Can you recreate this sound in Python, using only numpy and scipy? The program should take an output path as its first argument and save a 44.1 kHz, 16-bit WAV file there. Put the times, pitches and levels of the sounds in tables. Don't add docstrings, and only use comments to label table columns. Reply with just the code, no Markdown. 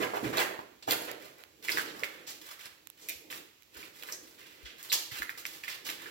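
import sys
import numpy as np
from scipy import signal
from scipy.fft import rfft, irfft
from scipy.io import wavfile
from scipy.ndimage import uniform_filter1d

SR = 44100
rng = np.random.default_rng(int(sys.argv[2]) if len(sys.argv) > 2 else 0)


def log_audio(samples):
    frames = np.atleast_2d(samples).T
    limited = np.clip(frames, -1, 1)
    pcm = np.round(limited * 32767).astype(np.int16)
    wavfile.write(sys.argv[1], SR, pcm)


N = 269318


# (time [s], heel lead [s], full weight [s], crunch [dB], grain pitch [Hz], fine grit [dB])
FOOTFALLS = [(0.005, 0.0077, 0.033, -29, 1590, -39.5), (0.369, 0.042, 0.048, -27.5, 1670, -29.5),
             (0.908, 0.027, 0.017, -27.5, 1960, -25), (1.681, 0.057, 0.13, -41.5, 2440, -33.5),
             (2.461, 0.053, 0.071, -51, 1920, -42), (3.303, 0.004, 0.065, -53, 1830, -37.5),
             (4.075, 0.057, 0.022, -47.5, 1800, -42.5), (4.924, 0.0049, 0.011, -21.5, 4450, -23.5),
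             (5.675, 0.043, 0.071, -41.5, 2650, -40.5)]
def steps(press_t60_s=0.063, roll_t60_s=0.34):
    out, t = np.zeros(N), np.arange(SR * 3 // 4) / SR
    for s, lead, hold, crunch_db, hz, grit_db in FOOTFALLS:
        touch = from_db(-6) * envelope(t, lead, press_t60_s)
        press = envelope(t - lead, hold, press_t60_s)
        roll = from_db(-38) * envelope(t - lead, hold, roll_t60_s)
        load = np.max([touch, press, roll], axis=0)
        add(out, s - lead, crush(s, load, crunch_db, hz, grit_db))
    return out


# (time [s], rise [s], slide [s], crunch [dB], grain pitch [Hz], fine grit [dB])
SOLE_DRAGS = [(0.134, 0.0032, 0.035, -35.5, 1340, -40), (0.233, 0.0096, 0.029, -35.5, 1780, -42),
              (0.487, .006, 0.014, -43, 1080, -66), (0.87, 0.0022, 0.02, -53, 1220, -32.5),
              (0.888, .003, 0.01, -53, 3000, -39), (0.998, 0.012, 0.078, -54, 2700, -42),
              (1.068, 0.014, 0.014, -37, 1800, -48), (1.187, 0.018, 0.09, -52.5, 2040, -48),
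              (1.362, 0.039, 0.034, -53, 1800, -50), (1.692, 0.0043, 0.023, -46, 4700, -34),
              (1.856, 0.0027, 0.031, -43, 2610, -62), (1.924, 0.022, 0.16, -50, 1160, -49),
              (2.063, 0.012, 0.17, -52.5, 1950, -55.5), (2.265, 0.0024, 0.031, -43, 4300, -35),
              (2.582, 0.011, 0.058, -48, 2170, -45), (2.968, 0.0038, 0.14, -62, 2310, -50),
              (3.011, 0.0025, 0.0067, -47, 5940, -55), (3.086, 0.0026, 0.0077, -38, 4130, -54),
              (3.715, 0.061, 0.14, -49.5, 2140, -45.5), (3.935, 0.00084, 0.15, -61, 2550, -46),
              (4.113, 0.0047, 0.0049, -41, 6540, -55), (4.21, .03, 0.15, -79, 2500, -53.5),
              (4.377, 0.0034, 0.83, -53, 2330, -53), (4.647, 0.0015, 0.038, -44.5, 2610, -58),
              (4.772, 0.015, 0.19, -55.5, 1830, -45), (5.107, 0.0047, 0.075, -39.5, 2400, -36.5),
              (5.369, 0.0084, 0.011, -47.5, 2250, -37.5), (5.466, 0.0044, 0.13, -54, 2900, -43.5),
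              (5.846, 0.0028, 0.052, -38.5, 3070, -35), (5.977, 0.018, 0.1, -45, 2110, -47)]
def scuffs(sag_db_per_s=19.5):
    out, t = np.zeros(N), np.arange(SR // 2) / SR
    for s, rise, slide, crunch_db, hz, grit_db in SOLE_DRAGS:
        load = envelope(t, slide, t60=0.22, attack=rise) * from_db(-sag_db_per_s * t)
        add(out, s, crush(s, load, crunch_db, hz, grit_db))
    return out


# (time [s], level [dB])
SOLE_RUB = [(0, -41), (1.0, -41.5), (2.3, -59), (4.1, -52.5), (4.9, -65)]
# (frequency [Hz], level [dB])
GRIT_SPECTRUM = [(200, -15.5), (500, -2), (1200, 1), (2800, 3), (4600, 3), (6200, -1.5), (8000, -2.5),
                 (9200, 1), (11500, -0.5), (16000, 4.5)]
def crush(s, load, crunch_db, hz, grit_db, size_spread=1.246, ring_spread=1.536):
    count = len(load)
    load = load * from_db(2.5 * waver(count, per_s=217.2))
    rub_db = np.interp(s, *np.transpose(SOLE_RUB)) + 0.9 * (crunch_db + 40)
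    grit_click = unit_energy(coloured(signal.unit_impulse(128, 64), GRIT_SPECTRUM))
    layers = [(grit_db, grit_click, fractures(count, per_s=2200, uneven_db=6.5)),
              (rub_db, grain_ring(hz=501, spread=1.564), fractures(count, per_s=2000, uneven_db=4.5))]
    for size in (1 / size_spread, 1, size_spread):
        ring = grain_ring(hz / size, ring_spread) / np.sqrt(3)
        layers.append((crunch_db, ring, fractures(count, per_s=830, uneven_db=3.5)))
    return sum(from_db(db) * signal.fftconvolve(clicks * load, ring)[:count]
               for db, ring, clicks in layers)


def fractures(count, per_s, uneven_db):
    sizes = from_db(uneven_db * np.minimum(rng.exponential(1, count), 4))
    signs = rng.choice([-1, 1], count)
    breaks = rng.random(count) < per_s / SR
    return unit_energy(sizes * signs * breaks) * np.sqrt(count)


def grain_ring(hz, spread, size=1024):
    return unit_energy(band(signal.unit_impulse(size), hz / spread, hz * spread))


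# (time [s],
# level [dB], pitch [Hz], corridor send [dB], 60 dB decay [cycles])
PLASTER_CHIPS = [(0.136, -27, 740, -3, 4.8), (0.17, -25, 750, -14, 7.1), (0.3823, -19, 4230, -25, 26),
                 (0.417, -25.5, 1840, 3, 9.6), (0.5917, -27, 1000, -20, 3.7), (0.8253, -39, 4060, 4.5, 3.6),
                 (0.878, -25, 800, -5.5, 5.4), (1.685, -18, 2180, -20, 9), (1.6927, -17, 2160, -16, 8.4),
                 (1.719, -21, 4720, -4.5, 19), (1.7728, -16.5, 1750, -12, 6.7),
                 (1.785, -20.5, 1620, -10, 7.6), (1.795, -25, 1640, -8, 18), (2.035, -16.5, 2230, -10, 7.7),
                 (2.658, -36, 2010, -2, 3.3), (3.088, -31.5, 2400, -7, 13), (3.1, -31, 2360, -7, 12),
                 (3.302, -34.5, 2900, -1.5, 4.4), (3.327, -28.5, 2100, -12.5, 4),
                 (3.829, -36.5, 2360, -9, 12), (4.026, -35, 2600, -14, 7.4), (4.088, -31, 1820, -3.5, 4.1),
                 (4.124, -26, 5750, -5, 12.6), (4.899, -31, 4000, 3, 16), (4.919, -19, 2600, -18, 5.9),
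                 (4.929, -19, 4560, -9, 7), (4.9406, -15.5, 4470, -3.5, 9),
                 (5.221, -20.5, 1710, -11.5, 7.9), (5.294, -23, 1790, -24, 9.1),
                 (5.4537, -21.5, 2320, -17, 5.1), (5.6376, -27.5, 2320, -10, 7.6),
                 (5.6806, -24.5, 2100, -7, 6.6), (5.891, -25, 2250, -11, 4.8),
                 (6.059, -35, 1720, -3.5, 10.5)]
def chips(overtone_ratio=1.97, wall_echo_s=0.0087, wall_echo_db=-9.5):
    near, sent, t = np.zeros(N), np.zeros(N), np.arange(SR // 50) / SR
    for s, db, hz, room_db, cycles in PLASTER_CHIPS:
        age, phase = t * hz / cycles, 2 * np.pi * hz * t
        modes = np.sin(phase) + from_db(-15.5) * np.sin(phase * overtone_ratio)
        ring = modes * np.minimum(age / 0.12, 1) * from_db(-60 * age)
        crack = band(rng.standard_normal(len(t)) * decay(t, t60=0.0023), hz / 2, hz * 3.5)
        sound = from_db(db + 11.5) * (unit_peak(ring) + from_db(-9) * crack)
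        for delay, path_db in ((0, 0), (wall_echo_s, wall_echo_db)):
            add(near, s + delay, from_db(path_db) * sound)
            add(sent, s + delay, from_db(path_db + room_db) * sound)
    return near, sent


def crumbs():
    out, t = np.zeros(N), np.arange(SR // 8) / SR
    load = envelope(t, hold=0.0049, t60=0.07)
    for s, db, hz, _, cycles in PLASTER_CHIPS:
        add(out, s, crush(s, load, db - 16, hz, db - 15.5, size_spread=1.07, ring_spread=1 + 1.9 / cycles))
    return out


# (time [s], level [dB], pitch [Hz])
GRIT_SNAPS = [(0.3714, -13, 4230), (0.9095, -3, 3550), (0.919, -8, 11900), (0.9214, -8, 12200),
              (1.6268, -31, 5040), (1.9947, -26.5, 6500), (2.6568, -21.5, 4260), (2.6645, -33, 4500),
              (3.0873, -12.5, 11300), (3.0944, -10.5, 12300), (4.0245, -26, 3350), (4.1235, -18.5, 12000),
              (4.8288, -20.5, 13200), (4.9275, -5.5, 11800), (4.9404, -6, 4630), (5.466, -18, 5800)]
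def snaps(table, t60, gain_db, body_db, sparkle_db):
    out, t = np.zeros(N), np.arange(SR // 50) / SR
    for s, db, hz, *_ in table:
        broad, body, top = rng.standard_normal((3, len(t))) * decay(t, t60)
        burst = (unit_energy(band(broad, 1770, 10500))
                 + from_db(body_db) * unit_energy(band(body, hz / 1.25, hz * 1.19))
                 + from_db(sparkle_db) * unit_energy(band(top, 10960, 17000)))
        add(out, s, from_db(db + gain_db) * unit_peak(burst))
    return out


# (time [s], level [dB], pitch [Hz])
HEEL_THUDS = [(0.23, -21, 268), (0.2488, -16, 318), (0.261, -28.5, 130), (0.59, -30.5, 312),
              (0.88, -22.5, 350), (0.924, -17, 540), (1.113, -27.5, 504), (2.027, -25, 526),
              (4.024, -38, 433), (4.122, -37.5, 520), (5.2, -36, 310)]
def thuds():
    out = np.zeros(N)
    for s, db, hz in HEEL_THUDS:
        add(out, s, from_db(db - 9) * soft_blow(hz, cycles=4.2))
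    return out


def soft_blow(hz, cycles):
    t = np.arange(SR // 6) / SR
    return unit_peak(np.sin(2 * np.pi * hz * t) * t * decay(t, cycles / hz))


def loose_grains(crunch):
    treble_power = uniform_filter1d(band(crunch, 5500, 19845) ** 2, size=600)
    grinding = np.sqrt(np.maximum(treble_power, 0))
    rings = [grain_ring(hz, spread=1.05, size=128) for hz in (5200, 11800, 14000)]
    clicks = sum(np.convolve(fractures(N, per_s=160, uneven_db=-5), ring)[:N] for ring in rings)
    return from_db(-20) * grinding * clicks


# (time [s], level [dB], pitch [Hz])
GLASS_SPLINTERS = [(1.019, -30, 10670), (1.053, -36, 11500), (5.219, -30, 14200), (5.294, -33, 14000)]
def splinters(spread=1.04):
    out, t = np.zeros(N), np.arange(SR // 30) / SR
    for s, db, hz in GLASS_SPLINTERS:
        chink = band(rng.standard_normal(len(t)) * decay(t, t60=0.03), hz / spread, hz * spread)
        add(out, s, from_db(db) * unit_peak(chink))
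    return out


# (frequency [Hz], 60 dB decay [s])
REVERB_TIMES = [(120, 0.71), (400, 0.72), (1000, 0.55), (3000, 0.57), (6000, 0.45), (14000, 0.46)]
def corridor_response(build_up_s=0.0011, early_db=-5.5, tail_db=-7):
    t = np.arange(SR) / SR
    white = rng.standard_normal((2, SR))
    edges = np.geomspace(40, 19000, num=10)
    tail = 0
    for low, high in zip(edges, edges[1:]):
        t60 = at_hz(REVERB_TIMES, np.sqrt(low * high))
        tail += band(rng.standard_normal((2, SR)), low, high) * decay(t, t60)
    arrival = np.minimum(t / build_up_s, 1) ** 2
    early = from_db(early_db) * unit_energy(white * arrival * decay(t, t60=0.074))
    late = from_db(tail_db) * unit_energy(tail * arrival)
    return two_ports(early + late, coherence=0.033)


def corridor(x, patterns=5, crossfade_s=0.014):
    place = np.arange(N) / SR / crossfade_s
    out = 0
    for k in range(patterns):
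        distance = np.abs((place - k) % patterns - patterns / 2)
        share = np.cos(np.pi / 2 * np.minimum(distance, 1))
        out += signal.fftconvolve((x * share)[None], corridor_response(), axes=1)[:, :N]
    return out


# (frequency [Hz], 60 dB decay [s], gain [dB])
CROSS_MODES = [(122, 0.19, 8), (297, 0.75, -10.5), (420.6, 0.19, 3.5)]
def standing_waves(x):
    out = np.zeros(N)
    for hz, t60, db in CROSS_MODES:
        radius = decay(1 / SR, t60)
        feedback = [1, -2 * radius * np.cos(2 * np.pi * hz / SR), radius ** 2]
        out += from_db(db) * signal.lfilter([1 - radius, 0, radius - 1], feedback, x)
    return out


# (time [s], level [dB], pitch [Hz], hollow knock [dB])
HAND_TICKS = [(1.115, -22, 13500, -39), (1.4378, -33, 1430, -30), (2.872, -27, 7200, -36),
              (2.901, -29.5, 7200, -36.5), (3.6228, -39.5, 2200, -57), (3.6325, -42, 15000, -62),
              (4.0356, -27, 14600, -28)]
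# (time [s], level [dB], pitch [Hz], left minus right [dB])
HAND_BUMPS = [(3.148, -65, 70.4, -27), (3.761, -62, 63, -26), (4.63, -53, 58, 25), (5.116, -51.5, 118, -21),
              (5.195, -56, 55, -23)]
def handling(tick_leak_db=-43):
    ticks = snaps(HAND_TICKS, t60=0.004, gain_db=3, body_db=-3, sparkle_db=3.5)
    knock = unit_peak(grain_ring(hz=1720, spread=1.96))
    for s, _, _, knock_db in HAND_TICKS:
        add(ticks, s, from_db(knock_db) * knock)
    left, right = from_db(tick_leak_db) * ticks, ticks
    for s, db, hz, pan_db in HAND_BUMPS:
        bump = from_db(db + 9.5) * soft_blow(hz, cycles=4.8)
        add(left, s, from_db(min(pan_db, 0)) * bump)
        add(right, s, from_db(min(-pan_db, 0)) * bump)
    return np.array([left, right])


# (time [s], level [dB])
DRONE_LEVELS = [(0.0, -34), (0.2, -50), (0.24, -34), (0.5, -56), (0.83, -105), (0.882, -39), (1.05, -50),
                (1.268, -58.5), (1.511, -70.5), (1.77, -44), (2.1, -53.5), (2.42, -58.5), (2.62, -70),
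                (2.93, -72), (3.03, -59.5), (3.42, -54), (3.62, -93), (3.79, -52.5), (3.97, -62),
                (4.15, -59.5), (4.6, -59), (5.75, -59.5), (5.9, -53.5)]
# (frequency [Hz], spectral density [dB])
DRONE_SPECTRUM = [(60, -26.5), (130, -14), (220, -12.5), (275, -8.5), (318, 0), (390, -7.5), (480, -4.5),
                  (630, -15.5), (1500, -31.5)]
def hollow_drone(waver_db=2):
    db = np.interp(np.arange(N) / SR, *np.transpose(DRONE_LEVELS)) + waver_db * waver(N, per_s=16)
    return from_db(db - 4) * diffuse_noise(DRONE_SPECTRUM)


# (frequency [Hz], spectral density [dB])
AIR_SPECTRUM = [(25, -4), (60, 5), (120, 1), (200, -7), (330, 2.5), (700, -7.5), (1600, -6.5), (2500, -1.5),
                (5000, -6.5), (9000, -13), (12000, -10.5), (16000, -2)]
def still_air():
    return from_db(-62) * diffuse_noise(AIR_SPECTRUM)


def diffuse_noise(spectrum):
    noise = two_ports(coloured(rng.standard_normal((2, N)), spectrum), coherence=0.16)
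    return noise / noise.std()


# (frequency [Hz], gain [dB])
LEFT_GAIN = [(40, -17), (130, -5.5), (600, -5), (1300, -4.5), (2500, -6.5), (5500, -3), (9000, 5),
             (13000, -8)]
def two_ports(pair, coherence, lag_s=0.00052, left_first=0.58, crossover_hz=420):
    hz = np.fft.rfftfreq(pair.shape[-1], 1 / SR)
    treble = hz ** 2 / (hz ** 2 + crossover_hz ** 2)
    delay = np.exp(-2j * np.pi * hz * lag_s * treble)
    shared = (1 - treble * (1 - coherence)) * (left_first / delay + (1 - left_first) * delay)
    right, unrelated = rfft(pair)
    left = shared * right + np.sqrt(np.maximum(1 - np.abs(shared) ** 2, 0)) * unrelated
    return irfft(np.array([left * from_db(at_hz(LEFT_GAIN, hz)), right]), pair.shape[-1])


def round_the_hand(x, size=64):
    smear = irfft(np.exp(2j * np.pi * rng.random(size // 2 + 1)))
    return np.convolve(x, smear, "same")


def envelope(t, hold, t60, attack=0.001):
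    return np.clip(t / max(attack, 0.001), 0, 1) * decay(np.maximum(t - hold, 0), t60)


def waver(count, per_s):
    return np.interp(np.arange(count) * per_s / SR, np.arange(count), rng.standard_normal(count))


def decay(t, t60):
    return from_db(-60 * t / t60)


def from_db(db):
    return 10 ** (np.asarray(db) / 20)


def unit_energy(x):
    return x / np.sqrt(np.sum(x ** 2, axis=-1, keepdims=True) + 1e-20)


def unit_peak(x):
    return x / np.abs(x).max()


def at_hz(points, hz):
    frequencies, values = np.transpose(points)
    return np.interp(np.log(np.maximum(hz, 1)), np.log(frequencies), values)


def add(track, s, sound):
    start = int(np.clip(s * SR, 0, N - 1))
    track[start:start + len(sound)] += sound[:N - start]


def band(x, low_hz, high_hz):
    edges = [low_hz, min(high_hz, 0.45 * SR)]
    return signal.sosfilt(signal.butter(2, edges, "band", fs=SR, output="sos"), x)


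def coloured(x, spectrum):
    hz = np.fft.rfftfreq(x.shape[-1], 1 / SR)
    return irfft(rfft(x) * from_db(at_hz(spectrum, hz)), x.shape[-1])


def scene():
    ground = steps() + scuffs() + crumbs()
    grit = snaps(GRIT_SNAPS, t60=0.0036, gain_db=4, body_db=5, sparkle_db=7)
    loose = loose_grains(ground) + splinters()
    blows = thuds()
    cracks, cracks_sent = chips()
    near = from_db(-9) * (ground + grit + cracks) + blows + loose + standing_waves(blows + ground)
    direct = two_ports(np.array([near, round_the_hand(near)]), coherence=0.72)
    sent = ground + cracks_sent + from_db(-6.5) * grit + from_db(4.5) * blows + from_db(-8) * loose
    airborne = direct + corridor(sent) + hollow_drone() + still_air()
    return from_db(1.17) * airborne + handling()


# (frequency [Hz], gain [dB])
TONE_COLOUR = [(650, 0), (950, 1.5), (1350, 1), (7400, 0.5), (9200, -10.5), (10800, -0.5), (12500, 1),
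               (16000, -5.5)]
def record(dry, low_cut_hz=45, high_cut_hz=16000):
    low_cut = signal.butter(2, low_cut_hz, "high", fs=SR, output="sos")
    high_cut = signal.ellip(10, 0.2, 70, high_cut_hz, fs=SR, output="sos")
    return signal.sosfilt(high_cut, signal.sosfilt(low_cut, coloured(dry, TONE_COLOUR)))


dry = scene()
out = record(dry)
log_audio(out)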